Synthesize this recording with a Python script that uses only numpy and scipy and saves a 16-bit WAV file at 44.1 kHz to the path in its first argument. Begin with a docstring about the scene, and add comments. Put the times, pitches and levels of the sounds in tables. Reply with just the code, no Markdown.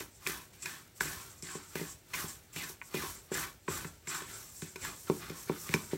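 """On a stone kitchen counter, a wooden spatula stirs dry flour in a steel bowl, heard up close.
Each stroke knocks the steel, then grinds along it with a sinking rasp while the flour
hisses and slides back. The bowl, damped by its load, rocks on the counter with dull thuds
over a soft rumble. Behind it are faint reflections and the still air of a small room."""
import sys
import numpy as np
from scipy import signal
from scipy.fft import irfft
from scipy.io import wavfile

SR = 44100
rng = np.random.default_rng(int(sys.argv[2]) if len(sys.argv) > 2 else 0)


def digitize_waveform(pressure):
    """Quantize a signal to 16-bit integers and store it at the path in sys.argv[1].

    Rows of a 2-D input are taken as channels; values are limited to [-1, 1].
    """
    field = np.atleast_2d(pressure).T
    bounded = np.clip(field, -1, 1)
    quanta = np.round(bounded * 32767).astype(np.int16)
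    wavfile.write(sys.argv[1], SR, quanta)


N = 263365

# spatula strokes: (landing [s], rise [s], push length [s], fade [dB/s], lead-in [dB], grind [dB],
# rustle [dB], fizz [dB], rumble [dB], blade pitch [Hz], pitch sink [octaves/s]); levels are relative
STROKES = [(0.0, 0.001, 0.004, 236, 1, -48.5, -54, -49.5, -56.5, 2250, 24),
           (0.257, 0.012, 0.053, 128, -9, -43, -54, -45, -56.5, 1890, 4.5),
           (0.53, 0.0045, 0.016, 120, -24, -61, -63, -64, -81, 2390, 3),
           (.621, .006, .008, 200, -11, -52.5, -45.5, -59, -81, 2400, 3),
           (0.646, 0.015, 0.072, 111, -11, -47.5, -49, -52, -68, 1740, 2.4),
           (1, 0.012, 0.034, 36, -20, -43.5, -43.5, -45, -52.5, 1790, 2.8),
           (1.418, 0.054, 0.13, 82, -36, -48.5, -46, -58.5, -71, 2110, 6.2),
           (1.75, 0.0052, 0.064, 124, -9.5, -46, -56, -48.5, -56, 2150, 5.6),
           (2.127, 0.03, 0.073, 102, -14, -42, -57, -43, -53.5, 2570, 10.5),
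           (2.527, 0.0069, 0.027, 197, -28, -56, -53, -57, -76, 2340, 4),
           (2.555, 0.013, 0.083, 161, -14.5, -43, -49.5, -49, -58.5, 2850, 7.6),
           (2.94, 0.0042, 0.1, 113, -9.5, -42.5, -55, -46, -52.5, 2540, 12),
           (3.306, 0.065, 0.12, 213, -22, -39.5, -44, -42.5, -49.5, 1900, 3.9),
           (3.678, 0.034, 0.11, 125, -19.5, -44, -44, -47, -50.5, 1380, 0.39),
           (4.071, 0.05, .1, 135, -19.5, -42, -42.5, -48.5, -68, 1560, 1.9),
           (4.258, .03, 0.092, 65, -14, -52, -53.5, -56.5, -59, 1920, 5.6),
           (4.614, 0.013, 0.035, 155, -9, -54.5, -49, -59, -70, 2070, 4),
           (4.805, 0.04, 0.071, 167, -11, -43.5, -43.5, -49, -53, 2460, 11.4),
           (5.064, .015, 0.033, 134, -10, -50, -69, -57, -59, 1220, 1),
           (5.177, 0.052, 0.11, 42, -12, -49, -65, -55.5, -55.5, 1590, 2.1),
           (5.47, .01, 0.036, 53, -11, -50, -63, -57, -61, 1370, 0.7),
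           (5.683, 0.045, 0.056, 104, -4, -45, -58, -48.5, -50.5, 2420, 13),
           (5.906, .01, 0.019, 172, -10, -48.5, -64, -54, -72, 1860, 1)]


def grinding(singing_db=-45):
    """The blade sticks and slips over flour on the steel, in uneven clumps that sound its resonance."""
    # tone of the rubbing: (frequency [Hz], level [dB])
    rub_eq = [(60, -53), (150, 8), (260, -7), (370, 7.5), (480, -10.5), (740, -10), (1000, -4.5),
              (1250, -2.5), (1550, 0), (2450, -3), (2900, -4), (4400, -4), (6000, -13.5), (15000, -74)]
    slips = grains(per_s=4000, spread_db=1.0) * flutter(per_s=230, depth_db=1.5)
    pitch = blade_pitch()
    blade = unit(resonate(resonate(slips, pitch, width_hz=700), pitch, width_hz=700))
    push = stroke_gain("grind", rise_scale=0.91, fade_scale=0.92, rest_db=-78.5)
    # a light touch only rubs; a hard push makes the blade rasp at its own pitch
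    rasp = push / (push + amp(singing_db) * 2)
    scrape = np.sqrt(1 - rasp) * unit(colour(slips, rub_eq)) + np.sqrt(rasp) * blade
    return amp(1.0) * unit(hollow(steel(scrape, ring_db=-17), echo_db=-3)) * push


def blade_pitch(bent_hz=1170):
    """Each landing resets the blade's resonance, which sinks as the blade digs in and bends."""
    t, strokes = np.arange(N) / SR, np.array(STROKES)
    current = np.maximum(np.searchsorted(strokes[:, 0], t) - 1, 0)
    start, hz, sink = strokes[current, 0], strokes[current, -2], strokes[current, -1]
    return np.maximum(hz * 2 ** (-sink * (t - start)), bent_hz)


def knocks(chatter_db=-3, blade_db=7, blade_q=6.8, treble_hz=2800, clean_s=0.00074):
    """The blade lands: a short contact is one clean clack, a long one swells into a chatter."""
    # wood on steel: (time [s], level over 5 ms [dB], blade pitch [Hz], treble [dB], chatter length [s])
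    hits = [(.004, -42, 2400, -9, 0.002), (0.265, -31.5, 2430, -12, 0.0016), (0.272, -32, 1720, 3, 0.0008),
            (0.627, -53, 7650, 16, 0.0022), (0.657, -35, 2430, -1.5, 0.002),
            (1.0072, -24.5, 1700, -8, 0.0012), (1.4244, -44.5, 2170, 16, .0007),
            (1.755, -37.5, 1670, -3, 0.00088), (2.134, -31, 2180, -5.5, 0.0056),
            (2.561, -39, 2340, -3, 0.0023), (2.633, -39, 1700, -1, 0.0048),
            (2.8146, -40.5, 2070, -40, 0.00015), (2.82, -45, 2100, -40, 0.00025),
            (2.940, -39.5, 1560, -7, 0.0024), (3.022, -39, 1150, -14, 0.0037),
            (3.319, -42, 1460, -10, 0.0039), (3.339, -35.5, 7750, 6, 0.0043),
            (3.351, -40, 1700, -17, 0.0008), (3.428, -38.5, 1920, -8, 0.0054),
            (3.679, -34.5, 1160, -27, 0.0026), (3.844, -40.5, 1890, -10, 0.0032),
            (4.071, -38.5, 2000, -5, 0.0034), (4.148, -39.5, 1500, -27, 0.0052),
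            (4.22, -44.5, 1550, -4, 0.0022), (4.620, -42.5, 1770, -2, 0.0012),
            (4.758, -41, 2360, -3, 0.0021), (4.849, -39.5, 1620, -8, 0.0011),
            (5.0985, -40, 1110, -12, 0.00017), (5.297, -44, 2270, -2, 0.0021),
            (5.4947, -42, 1220, -16, 0.00032), (5.691, -38.5, 2140, -2, 0.00082),
            (5.7394, -23.5, 2320, -5.5, 0.00076), (5.743, -35, 6100, -2, 0.0037)]
    # tone of the clack: (frequency [Hz], level [dB])
    clack_eq = [(200, -47), (400, -12), (700, -13.5), (1050, -4), (1400, 1.5), (2450, 0), (2950, -5),
                (4000, -0.5), (4900, -4), (5500, -2), (7500, -1), (10400, -10.5), (12500, -6), (16000, -22)]
    out, t = np.zeros(N), np.arange(SR // 12) / SR
    # thin steel spreads a blow over a millisecond or so, treble first
    bending = np.sqrt(np.fft.rfftfreq(4096, 1 / SR))
    blow = irfft(np.exp(-1j * np.pi * bending / 5))[:len(t)]
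    for start, db, hz, treble_db, length in hits:
        clack = np.exp(1 - length / clean_s) * blow
        chatter = unit_energy(rng.standard_normal(len(t)) * t * np.exp(-t / length))
        wood = colour(clack + amp(chatter_db) * chatter, clack_eq)
        # the blade's pitch depends on how it meets the wall
        wood = wood + amp(blade_db) * signal.lfilter(*signal.iirpeak(hz, blade_q, SR), wood)
        wood = colour(wood, [(treble_hz, 0), (2 * treble_hz, treble_db)])
        add(out, start, amp(db) * unit_energy(wood) * np.sqrt(SR // 200))
    return out


def flour():
    """Powder rustles as it slides down the wall, and fizzes finely where the blade shears it."""
    # tone of sliding powder: (frequency [Hz], level [dB])
    rustle_eq = [(900, -28), (3000, -21), (4700, -11), (5600, -4.5), (6800, -2.5), (7350, 3), (7900, 3.5),
                 (8600, -3.5), (9500, -9.5), (10400, -15), (16000, -31)]
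    # tone of sheared powder: (frequency [Hz], level [dB])
    fizz_eq = [(900, -11), (3000, -10), (4900, -2), (5600, 5.5), (7000, 2.5), (9600, 3), (10400, -2),
               (12200, 4), (13800, 0.5), (16000, -0.5)]
    sliding = grains(per_s=12000, spread_db=-2.5) * flutter(per_s=32, depth_db=3.5)
    sheared = grains(per_s=18000, spread_db=-2.5) * flutter(per_s=200, depth_db=1.8)
    flow = np.hypot(stroke_gain("rustle", rise_scale=0.32, fade_scale=1.0, rest_db=-70.5),
                    slide_gain("rustle", trickle_db=-58.5))
    shear = np.hypot(stroke_gain("fizz", rise_scale=1.16, fade_scale=0.86, rest_db=-73),
                     slide_gain("fizz", trickle_db=-66.5))
    rustle = hollow(steel(colour(sliding, rustle_eq), ring_db=-15.5), echo_db=-0.5)
    fizz = hollow(colour(sheared, fizz_eq), echo_db=-11.0)
    return amp(-1.5) * unit(rustle) * flow + amp(3.5) * unit(fizz) * shear


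def thuds(scatter_db=2.0, sharp=0.057, relax_s=0.0083, rattle_db=-17, rattle_s=0.0099):
    """The base drops back on the counter and rattles briefly; a longer contact gives a duller thud."""
    # landings of the rocking bowl: (time [s], peak before EQ [dB], contact time [s])
    landings = [(.008, -34.5, 0.00028), (0.272, -37, 0.0019), (.295, -38, 0.0029), (1.011, -32.5, 0.00055),
                (1.058, -39.5, 0.002), (1.43, -39.5, 0.0056), (1.554, -31.5, 0.00089),
                (1.756, -26, 0.00042), (1.797, -33, 0.00049), (1.814, -29, 0.0014), (2.242, -34.5, 0.0041),
                (2.563, -36.5, 0.0087), (2.699, -39.5, 0.00039), (2.945, -26, 0.0012),
                (2.972, -31.5, 0.0021), (3.037, -32.5, 0.00048), (3.317, -26, 0.0011),
                (3.351, -37.5, 0.0021), (3.685, -26.5, 0.0017), (3.851, -34, 0.0059),
                (4.076, -39.5, 0.0078), (4.220, -36, 0.00044), (4.625, -32, 0.0055), (4.759, -38.5, 0.0012),
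                (5.099, -15, 0.00091), (5.303, -33, 0.0022), (5.498, -18.5, 0.00093), (5.695, -31, 0.0063),
                (5.744, -20, 0.0028), (5.933, -22, 0.0015)]
    # low modes of the loaded bowl: (frequency [Hz], level [dB], t60 [s])
    body_modes = [(95.6, -15, 0.2), (164, -18, 0.092), (165.2, -5.5, 0.095), (210, -5.5, 0.088),
                  (251, -6.5, 0.025), (292, -9, 0.15), (350.1, 2, 0.084), (370.4, 2, 0.11),
                  (411.7, 0, 0.12), (524, -44, .07), (526, -17, 0.14), (534, -10, 0.075), (580, -41, 0.026),
                  (750, 0, 0.033), (885, 2.5, 0.054), (1030, -10, 0.053), (1030, -31, 0.1)]
    out, t = np.zeros(N), np.arange(SR // 3) / SR
    hz, mode_db, t60 = np.transpose(body_modes)[:, :, None]
    # pressed down, the bowl rings a little sharp, then relaxes
    cycles = hz * (t + sharp * relax_s * (1 - np.exp(-t / relax_s)))
    places = rng.standard_normal((len(landings), len(body_modes), 1))  # each spot favours other modes
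    for (start, db, contact), place in zip(landings, places):
        decays = amp(mode_db + scatter_db * place - 60 * t / t60)
        body = (decays * np.cos(2 * np.pi * cycles)).sum(0)
        rattle = unit_energy(rng.standard_normal(len(t)) * np.exp(-t / rattle_s))
        impact = signal.unit_impulse(len(t)) + amp(rattle_db) * rattle
        force = signal.fftconvolve(impact, t * np.exp(-4 * t / contact))
        thud = signal.fftconvolve(body, force)[:len(t)]
        add(out, start, amp(db) * thud / abs(thud).max())
    return colour(out, [(25, -45), (130, 5), (1200, -1.5), (3000, -6.5)])


def rumble():
    """The heap and the arm shove the bowl about with a soft, lumpy rumble."""
    # tone of the shoved bowl: (frequency [Hz], level [dB])
    rumble_eq = [(20, -32), (35, -10.5), (50, -3), (75, -3), (108, 0.5), (170, -7), (260, -11),
                 (360, -11.5), (500, -12.5), (900, -18), (3000, -102)]
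    shove = stroke_gain("rumble", rise_scale=0.45, fade_scale=0.51, rest_db=-66)
    return amp(1.5) * unit(colour(rng.standard_normal(N), rumble_eq)) * shove


def stroke_gain(layer, rise_scale, fade_scale, rest_db,
                lead_db_per_s=254, ease_db_per_s=20.5, lift_db_per_s2=93):
    """One layer's envelope: the blade plows through flour, lands, pushes ever less and lifts clear."""
    column = {"grind": 5, "rustle": 6, "fizz": 7, "rumble": 8}[layer]
    power = np.full(N, amp(rest_db) ** 2)
    for stroke in STROKES:
        start, rise, length, fade_db_per_s, lead_db = stroke[:5]
        t = np.arange(N) / SR - start
        lead_in = amp(lead_db + lead_db_per_s * np.minimum(t, 0))
        attack = np.maximum(lead_in, np.clip(t / (rise * rise_scale), 0, 1))
        slack_db = ease_db_per_s * np.clip(t, 0, length)
        lifting_s = np.clip(t - length, 0, 1)
        release_db = fade_scale * fade_db_per_s * lifting_s + lift_db_per_s2 * lifting_s ** 2
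        power += (attack * amp(stroke[column] - slack_db - release_db)) ** 2
    return np.sqrt(power)


def slide_gain(layer, trickle_db, loose_from_s=4.2):
    """Flour slides back between pushes in soft swells, over a steady trickle once the heap is loose."""
    # slides of flour: (middle [s], half length [s], relative rustle [dB], relative fizz [dB])
    slides = [(0.17, 0.019, -56.5, -71), (0.973, 0.012, -49, -59), (1.385, 0.011, -55, -62.5),
              (1.635, 0.0076, -55, -68), (1.705, 0.059, -58, -63.5), (1.9, 0.035, -50.5, -60),
              (2.32, .035, -50, -57), (2.699, .025, -63, -50.5), (2.865, .022, -50.5, -60),
              (3.094, 0.039, -52, -49.5), (3.177, 0.022, -52, -79), (3.25, 0.016, -67, -62),
              (4.407, 0.073, -53, -56), (4.57, .05, -48.5, -57.5), (5.025, 0.059, -51.5, -56.5),
              (5.17, 0.047, -57, -54), (5.415, 0.042, -48.5, -54), (5.615, 0.043, -52, -50.5),
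              (5.84, 0.056, -49.5, -57)]
    column = {"rustle": 2, "fizz": 3}[layer]
    t = np.arange(N) / SR
    swell_power = sum(amp(row[column]) ** 2 * np.exp(-((t - row[0]) / row[1]) ** 2) for row in slides)
    trickle = amp(trickle_db) * np.clip((t - loose_from_s) * 10, 0, 1)
    return np.sqrt(swell_power + trickle ** 2)


def steel(x, ring_db):
    """What touches the bowl is heard directly and through the ring of its wall."""
    # modes of the steel wall: (frequency [Hz], level [dB], t60 [s])
    wall_modes = [(922, 12, 0.023), (992, 9, 0.058), (1074, 3.5, 0.061), (1093, -7.5, 0.11),
                  (1375, -10.5, 0.05), (1507, -3, 0.043), (1733, -15, 0.081), (1800, -15, 0.037),
                  (1873, -20, 0.2), (2320, 1, 0.042), (2442, 5, 0.022), (4497, 4, 0.05),
                  (5306, 13.5, 0.019), (7250, 10, 0.015), (7350, 1, 0.03)]
    t = np.arange(SR // 3) / SR
    ring = sum(amp(db - 60 * t / t60) * np.cos(2 * np.pi * hz * t) for hz, db, t60 in wall_modes)
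    ring *= 1 - np.exp(-t / 0.0013)  # bending waves take a moment to circle the bowl
    return x + amp(ring_db) * signal.fftconvolve(x, unit_energy(ring))[:N]


def hollow(x, echo_db, t60=0.074, stirs_per_s=2.6):
    """Echoes inside the bowl comb the sound, differently at each of three places the blade passes."""
    t, out = np.arange(SR // 16) / SR, x
    for place, noise in enumerate(rng.standard_normal((3, len(t)))):
        echoes = unit_energy(noise * amp(-60 * t / t60) * (t > .001))
        angle = 2 * np.pi * (stirs_per_s * np.arange(N) / SR + place / 3)
        nearness = np.maximum(np.cos(angle), 0)
        out = out + amp(echo_db) * signal.fftconvolve(x * nearness, echoes)[:N]
    return out


def kitchen(x, wet_db=-19, t60=0.26):
    """Faint reflections from the walls of a small room."""
    t = np.arange(SR // 2) / SR
    reflections = rng.standard_normal(len(t)) * (rng.random(len(t)) < .06)
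    tail = unit_energy(reflections * amp(-60 * t / t60) * (t > .004))
    warm_tail = colour(tail, [(200, 11.8), (3000, 4.3), (14000, 3.3)])
    return x + amp(wet_db) * signal.fftconvolve(x, warm_tail)[:N]


def room_air():
    """Still air: a steady low murmur with a thin hiss."""
    # room tone: (frequency [Hz], level [dB])
    air_eq = [(12, -25), (20, -8), (106, 14), (252, -6), (362, -9), (705, -20), (1100, -65), (1200, -29),
              (1540, -2), (4950, -7.5), (7520, -27), (10500, -37), (15500, -8)]
    return amp(-66.0) * unit(colour(rng.standard_normal(N), air_eq))


def grains(per_s, spread_db):
    """Tiny slips of uneven size at random moments."""
    size = amp(spread_db * np.minimum(rng.exponential(1, N), 4))
    polarity = rng.choice([-1, 1], N)
    return unit(size * polarity * (rng.random(N) < per_s / SR))


def flutter(per_s, depth_db):
    """A gain that wanders to a new random level per_s times a second."""
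    knots = rng.standard_normal(4096)
    return amp(depth_db * np.interp(np.arange(N) / SR * per_s, np.arange(len(knots)), knots))


def resonate(x, hz, width_hz):
    """A resonance of gain 1 that follows the curve hz."""
    phasor = np.exp(2j * np.pi * np.cumsum(hz) / SR)
    pole = np.exp(-np.pi * width_hz / SR)
    return 2 * (phasor * signal.lfilter([1 - pole], [1, -pole], x / phasor)).real


def colour(x, points):
    """Minimum-phase EQ through points of (frequency [Hz], gain [dB])."""
    hz, db = np.transpose(points)
    bins_hz = abs(np.fft.fftfreq(4096, 1 / SR))
    log_gain = np.log(amp(np.interp(np.log(bins_hz + 1), np.log(hz), db)))
    taps = np.fft.ifft(np.exp(np.conj(signal.hilbert(log_gain)))).real
    return signal.fftconvolve(x, taps[:len(taps) // 2])[:len(x)]


def amp(db):
    """Decibels to gain."""
    return 10 ** (np.asarray(db) / 20)


def unit(x):
    """Scales to rms 1."""
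    return x / np.sqrt(np.mean(x ** 2) + 1e-20)


def unit_energy(x):
    """Scales to a total energy of 1."""
    return x / np.linalg.norm(x)


def add(mix, start_s, sound):
    """Mixes a sound in at start_s."""
    part = mix[max(round(start_s * SR), 0):][:len(sound)]
    part += sound[:len(part)]


def scene():
    """The stirred bowl in the kitchen, the same in both channels."""
    bowl = grinding() + flour() + steel(knocks(), ring_db=-8.5) + thuds() + rumble()
    air = room_air()
    return np.tile(kitchen(bowl) + air, (2, 1))


def record(dry, low_cut_hz=38, top_hz=15900):
    """The microphone's low cut, then the recorder's band limit."""
    lean = signal.sosfilt(signal.butter(3, low_cut_hz, "highpass", fs=SR, output="sos"), dry)
    band_limit = signal.firwin(511, top_hz, window=("kaiser", 9), fs=SR)
    return signal.oaconvolve(lean, band_limit[None], "same")


dry = scene()
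out = record(dry)
digitize_waveform(out)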